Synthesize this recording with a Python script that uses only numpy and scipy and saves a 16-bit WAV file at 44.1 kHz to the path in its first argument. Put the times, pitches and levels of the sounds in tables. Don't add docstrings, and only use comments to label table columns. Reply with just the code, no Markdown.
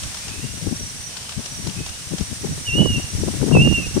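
import sys
import numpy as np
from scipy import signal
from scipy.fft import rfft, irfft, next_fast_len
from scipy.io import wavfile
from scipy.ndimage import uniform_filter1d, map_coordinates

SR = 44100
rng = np.random.default_rng(int(sys.argv[2]) if len(sys.argv) > 2 else 0)


def dump(signal):
    limited = np.clip(np.atleast_2d(signal).T, -1, 1)
    pcm = np.round(limited * 32767).astype(np.int16)
    wavfile.write(sys.argv[1], SR, pcm)


N = 176400
TIME_S = np.arange(N) / SR


def amp(db):
    return 10 ** (np.asarray(db) / 20)


def unit(x):
    return x / np.sqrt(np.mean(x ** 2) + 1e-20)


def along(points, hz):
    row_hz, values = np.transpose(points)
    return np.interp(np.log(hz + 1), np.log(row_hz + 1), values)


def curves(rows):
    times, *columns = np.transpose(rows)
    return [np.interp(TIME_S, times, column) for column in columns]


def wobble(per_s):
    return map_coordinates(rng.standard_normal(4096), [TIME_S * per_s], mode="wrap")


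def pan(db):
    return amp(np.array([[db], [-db]]) / 2)


def filtered(x, response):
    size = next_fast_len(N + SR // 2)
    return irfft(rfft(x, size) * response(np.fft.rfftfreq(size, 1 / SR)), size)[..., :N]


def lead(x, seconds):
    return filtered(x, lambda hz: np.exp(1j * np.pi * hz * seconds * np.array([[1], [-1]])))


def noise(response):
    return unit(filtered(rng.standard_normal((2, N)), response))


# frequency_hz, likeness
SIDE_LIKENESS = [(100, 1), (600, 0.82), (1500, 0.15), (3000, 0), (6000, 0), (12000, 0)]
def surrounding_noise(tone):
    def response(hz):
        angle = np.arccos(np.clip(along(SIDE_LIKENESS, hz), -1, 1)) / 2
        return amp(along(tone, hz)) * [np.cos(angle), np.sin(angle)]
    shared, opposite = noise(response)
    return unit(np.array([shared + opposite, shared - opposite]))


# frequency_hz, level_db
LEAF_TONE = [(24, -38), (45, -14.5), (100, -6), (180, -10.5), (330, -22), (550, -20), (1250, -20.5),
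             (1650, -17), (3100, -16.5), (4700, -15.5), (5700, -13), (6300, -14), (7240, -15.5),
             (8840, -12), (9700, -18), (11100, -24.5), (14600, -32.5), (15700, -39)]
# frequency_hz, left_over_right_db
LEAF_SIDES = [(100, 2.5), (1200, -1.5), (4500, 1), (7000, 2.5), (9000, -3), (13000, 1)]
# time_s, level_db
LEAF_LOUDNESS = [(0.0, -34.5), (0.42, -36.5), (0.91, -37), (1.16, -38), (2.06, -36.5), (3.1, -35),
                 (3.45, -35), (4.0, -35.5)]
def leaves():
    hiss = surrounding_noise(LEAF_TONE)
    hiss = filtered(hiss, lambda hz: amp(along(LEAF_SIDES, hz) * np.array([[1], [-1]]) / 2))
    level_db = curves(LEAF_LOUDNESS)[0] + 2.5 + .5 * wobble(60)
    return lead(hiss, seconds=.00011) * amp(level_db)


# time_s, level_db
INSECT_LOUDNESS = [(0, -43), (.35, -51), (.5, -45), (.82, -38), (.97, -43), (1.04, -36), (1.2, -51),
                   (1.33, -52), (1.42, -39), (1.7, -42), (1.8, -47), (2.1, -49), (2.25, -41.5), (2.58, -44),
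                   (2.66, -36), (2.75, -40), (3.15, -39.5), (3.5, -42.5), (4, -38.5)]
def insects():
    def band(centre_hz, half_width_hz):
        return noise(lambda hz: 1 / (1 + ((hz - centre_hz) / half_width_hz) ** 2))
    level_db, = curves(INSECT_LOUDNESS)
    trill_hz, trill_db = 29, 4
    trill = unit(amp(trill_db * np.sin(2 * np.pi * trill_hz * TIME_S + wobble(4.3))))
    shrill = band(centre_hz=5843, half_width_hz=47.56) * trill * amp(level_db + .3)
    chorus_db = (level_db + level_db.mean()) / 2 - 5
    chorus = band(centre_hz=9140, half_width_hz=492) * amp(chorus_db)
    return pan(-4) * shrill + pan(-4.5) * chorus


# time_s, level_db
RUSTLE_LOUDNESS = [(0, -42.5), (.3, -40.5), (.5, -52), (1.05, -46.5), (1.18, -39.5), (1.5, -41.5),
                   (1.6, -45), (1.7, -41), (1.95, -44), (2.08, -48), (2.2, -41), (2.35, -53), (4, -42)]
# time_s, level_db, left_over_right_db
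DRY_TICKS = [(0.0362, -21, 1.5), (0.146, -23, 6), (0.1719, -29, 6), (0.2827, -24, 6), (1.1701, -24.5, 9),
             (1.2942, -22.5, 4.5), (1.3223, -30, 6), (1.461, -22.5, 8), (1.6724, -23, 4),
             (1.6978, -28.5, 10), (1.8643, -22, 2.0), (1.892, -25.5, 7), (2.1849, -22, 5.5),
             (2.2097, -28, 3)]
# frequency_hz, level_db
TICK_TONE = [(200, -9), (600, -0.5), (1300, 0.5), (2000, -5.5), (2800, 4), (4200, 1.5), (5200, 4.5),
             (7500, -2), (10000, -11), (15000, -28)]
def ticks():
    rise_s, fade_s = .0029, .026
    loudness = amp(curves(RUSTLE_LOUDNESS)[0] + 1.66 * wobble(45)) * pan(2)
    for time_s, level_db, side_db in DRY_TICKS:
        age_s = np.maximum(TIME_S - time_s + rise_s, 0)
        rise = 1 - np.exp(-age_s / rise_s)
        fade = amp(level_db + 2.5 - 60 * age_s / fade_s)
        loudness += pan(side_db) * rise * fade
    return loudness * surrounding_noise(TICK_TONE)


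# time_s, level_db
LEFT_PUSH = [(0, -38), (0.129, -49), (0.298, -34.5), (.7, -31.5), (0.951, -43), (1.271, -47.5), (1.45, -39),
             (1.761, -33), (1.929, -45), (2.2, -37), (2.621, -37.5), (2.85, -29), (3.08, -38.5),
             (3.3, -22.5), (3.37, -23.5), (3.56, -14), (3.68, -13.5), (3.76, -30.5), (3.88, -38.5),
             (4, -26.5)]
RIGHT_PUSH = [(0, -42.5), (.06, -24.5), (.2, -50), (0.902, -46.5), (1.001, -30.5), (1.099, -46.5),
              (1.55, -47), (1.85, -33), (1.98, -46.5), (2.35, -45), (2.51, -27), (2.699, -47), (2.819, -17),
              (2.951, -26), (3.1, -43.5), (3.25, -32), (3.481, -37), (3.591, -14.5), (3.719, -15),
              (3.77, -27), (4, -27.5)]
# peak_s, level_db, length_s, side (0 left, 1 right), brightness (multiplies swirl speed)
WIND_PUFFS = [(.313, -27.5, 0.014, 0, 1), (0.39, -25, 0.015, 0, 0.95), (0.447, -20, 0.02, 0, 1.24),
              (.515, -28, 0.028, 0, 0.99), (0.631, -23.5, 0.018, 0, 1.03), (0.674, -13, 0.013, 0, 0.82),
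              (.725, -15, .015, 0, 1.35), (0.828, -25.5, .034, 0, 0.9), (1.385, -19, 0.023, 0, 0.99),
              (1.594, -27, 0.019, 0, 0.9), (1.647, -25, .013, 0, 1), (1.679, -18.5, .02, 0, 1.076),
              (1.783, -21.5, 0.026, 0, .9), (1.81, -21, 0.0119, 0, 1.09), (2.136, -17, .025, 0, 1.106),
              (2.215, -14.5, 0.019, 0, .75), (2.326, -19, .012, 0, 1.03), (2.454, -19, 0.023, 0, 1.46),
              (2.505, -20.5, 0.027, 1, 0.89), (2.524, -24.5, .023, 0, 1), (2.58, -27, .016, 0, 1.016),
              (2.691, -21, .015, 0, 0.77), (2.772, -14.5, 0.048, 0, 0.87), (2.813, -5.5, 0.023, 1, 1.48),
              (2.785, -15, .008, 1, 1.57), (2.856, -10.5, .012, 1, 1.6), (2.903, -13.5, 0.018, 0, 0.8),
              (2.93, -17, 0.014, 1, 1), (2.979, -17, 0.028, 0, 1.07), (3.042, -22.5, 0.017, 1, .9),
              (3.152, -16.5, 0.023, 0, 0.78), (3.195, -20, 0.018, 1, 1.05),
              (3.233, -12.5, 0.01826, 0, 0.79), (3.283, -16, 0.021, 0, 1.173),
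              (3.432, -12, 0.023, 0, 1.194), (3.467, -17, 0.015, 0, 1.48), (3.514, -10.5, .011, 0, 1.87),
              (3.538, -4.5, .014, 0, 0.87), (3.569, -7, 0.013, 1, 1.61), (3.619, -6, 0.013, 0, 0.59),
              (3.725, -14.5, 0.018, 1, 1), (3.783, -17.5, 0.01356, 0, 1), (3.953, -16.5, 0.0099, 0, 0.86),
              (3.973, -7, .012, 0, 1.43)]
# frequency_hz, level_db
SWIRL_TONE = [(14, -42), (28, -21), (48, -8), (78, 2.5), (110, 7), (170, 4), (300, -8), (500, -19),
              (800, -31.5), (1400, -52), (3000, -56), (8000, -100)]
def wind():
    side_speeds, reference_flow = (1.08, .88), amp(-20)
    rumbles = noise(lambda hz: amp(along(SWIRL_TONE, hz)))
    sides = []
    for side, (push, rumble) in enumerate(zip((LEFT_PUSH, RIGHT_PUSH), rumbles)):
        power = bright_power = amp(curves(push)[0] + 4.5 * wobble(55)) ** 2
        for peak_s, level_db, length_s, puff_side, brightness in WIND_PUFFS:
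            if puff_side == side:
                puff = amp(level_db) ** 2 * .5 ** ((2 * (TIME_S - peak_s) / length_s) ** 2)
                power = power + puff
                bright_power = bright_power + brightness * puff
        flow = np.sqrt(power)
        speed = side_speeds[side] * (flow / reference_flow) ** .14 * bright_power / power
        speed *= np.exp(.33 * wobble(190))
        swell = np.abs(uniform_filter1d(uniform_filter1d(rumble ** 2, size=600), size=200)) + 1e-6
        even_rumble = unit(rumble / swell ** .35)
        sides.append(flow * map_coordinates(even_rumble, [np.cumsum(speed)], mode="wrap"))
    return amp(-1) * np.array(sides)


def tree_echo(song):
    build_s, fade_s = .03, .63
    age_s = TIME_S[:SR]
    tail = rng.standard_normal((2, SR)) * amp(-60 * age_s / fade_s) * (1 - np.exp(-age_s / build_s))
    return signal.fftconvolve(song[None], tail / np.linalg.norm(tail[0]), axes=1)[:, :N]


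def whistle(note):
    edge_s, flutter_db, overtone_db = .005, 1.33, -29
    pitch_hz, level_db = uniform_filter1d(np.array(curves(note)), size=400, axis=1)
    phase = 2 * np.pi * np.cumsum(pitch_hz * (1 + .002 * wobble(120))) / SR
    tone = np.sqrt(2) * (np.sin(phase) + amp(overtone_db) * np.sin(2 * phase))
    start_s, end_s = note[0][0], note[-1][0]
    on_off = np.clip(np.minimum(TIME_S - start_s, end_s - TIME_S) / edge_s + .5, 0, 1)
    return on_off * amp(level_db + flutter_db * wobble(70)) * tone


# time_s, pitch_hz, level_db
FAR_NOTES = [
    [(.22, 2366, -38), (.29, 2503, -49), (.335, 2590, -35), (.39, 2650, -50), (.435, 2795, -35.5),
     (.48, 2806, -41)],
    [(1.09, 3070, -46), (1.19, 3020, -45), (1.32, 3067, -52.5)],
    [(1.755, 2510, -45.5), (1.79, 2567, -29), (1.83, 2603, -52), (1.88, 2790, -44), (1.97, 2907, -48)],
]
def far_bird():
    song = sum(whistle(note) for note in FAR_NOTES) * amp(3 * wobble(29.95))
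    return pan(-12) * amp(-10) * (song + amp(1) * tree_echo(song))


# time_s, pitch_hz, level_db
CUCKOO_NOTES = [
    [(2.652, 2782, -44), (2.665, 2994, -31.5), (2.685, 2805, -20.5), (2.708, 2691, -26),
     (2.748, 2810, -22.5), (2.788, 2931, -18), (2.835, 2957, -23.5), (2.875, 2913, -24), (2.935, 2821, -24),
     (2.972, 2730, -26), (2.99, 2700, -29.5)],
    [(3.52, 2622, -42), (3.532, 2850, -27), (3.55, 2702, -19.5), (3.574, 2586, -19), (3.596, 2650, -16),
     (3.626, 2807, -18.5), (3.655, 2805, -19.5), (3.71, 2808, -24.5), (3.75, 2785, -20),
     (3.787, 2733, -20.5), (3.815, 2670, -36), (3.847, 2543, -31), (3.86, 2515, -43)],
]
# delay_s, level_db
NEAR_BOUNCES = [(.0047, -12.5), (.0083, -14.5)]
def cuckoo():
    song = amp(-1.5) * sum(whistle(note) for note in CUCKOO_NOTES)
    direct = lead(song, seconds=.00004)
    bounce = np.array([amp(level_db) * filtered(song, lambda hz: np.exp(-2j * np.pi * hz * delay_s))
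                       for delay_s, level_db in NEAR_BOUNCES])
    return pan(-4.5) * (direct + bounce) + amp(-12) * tree_echo(song)


def scene():
    return cuckoo() + far_bird() + wind() + leaves() + ticks() + insects()


def record(dry):
    ceiling, top_hz = .85, 15750
    rounded = dry / (1 + np.abs(dry / ceiling) ** 6) ** (1 / 6)
    return filtered(rounded, lambda hz: hz < top_hz)


dry = scene()
out = record(dry)
dump(out)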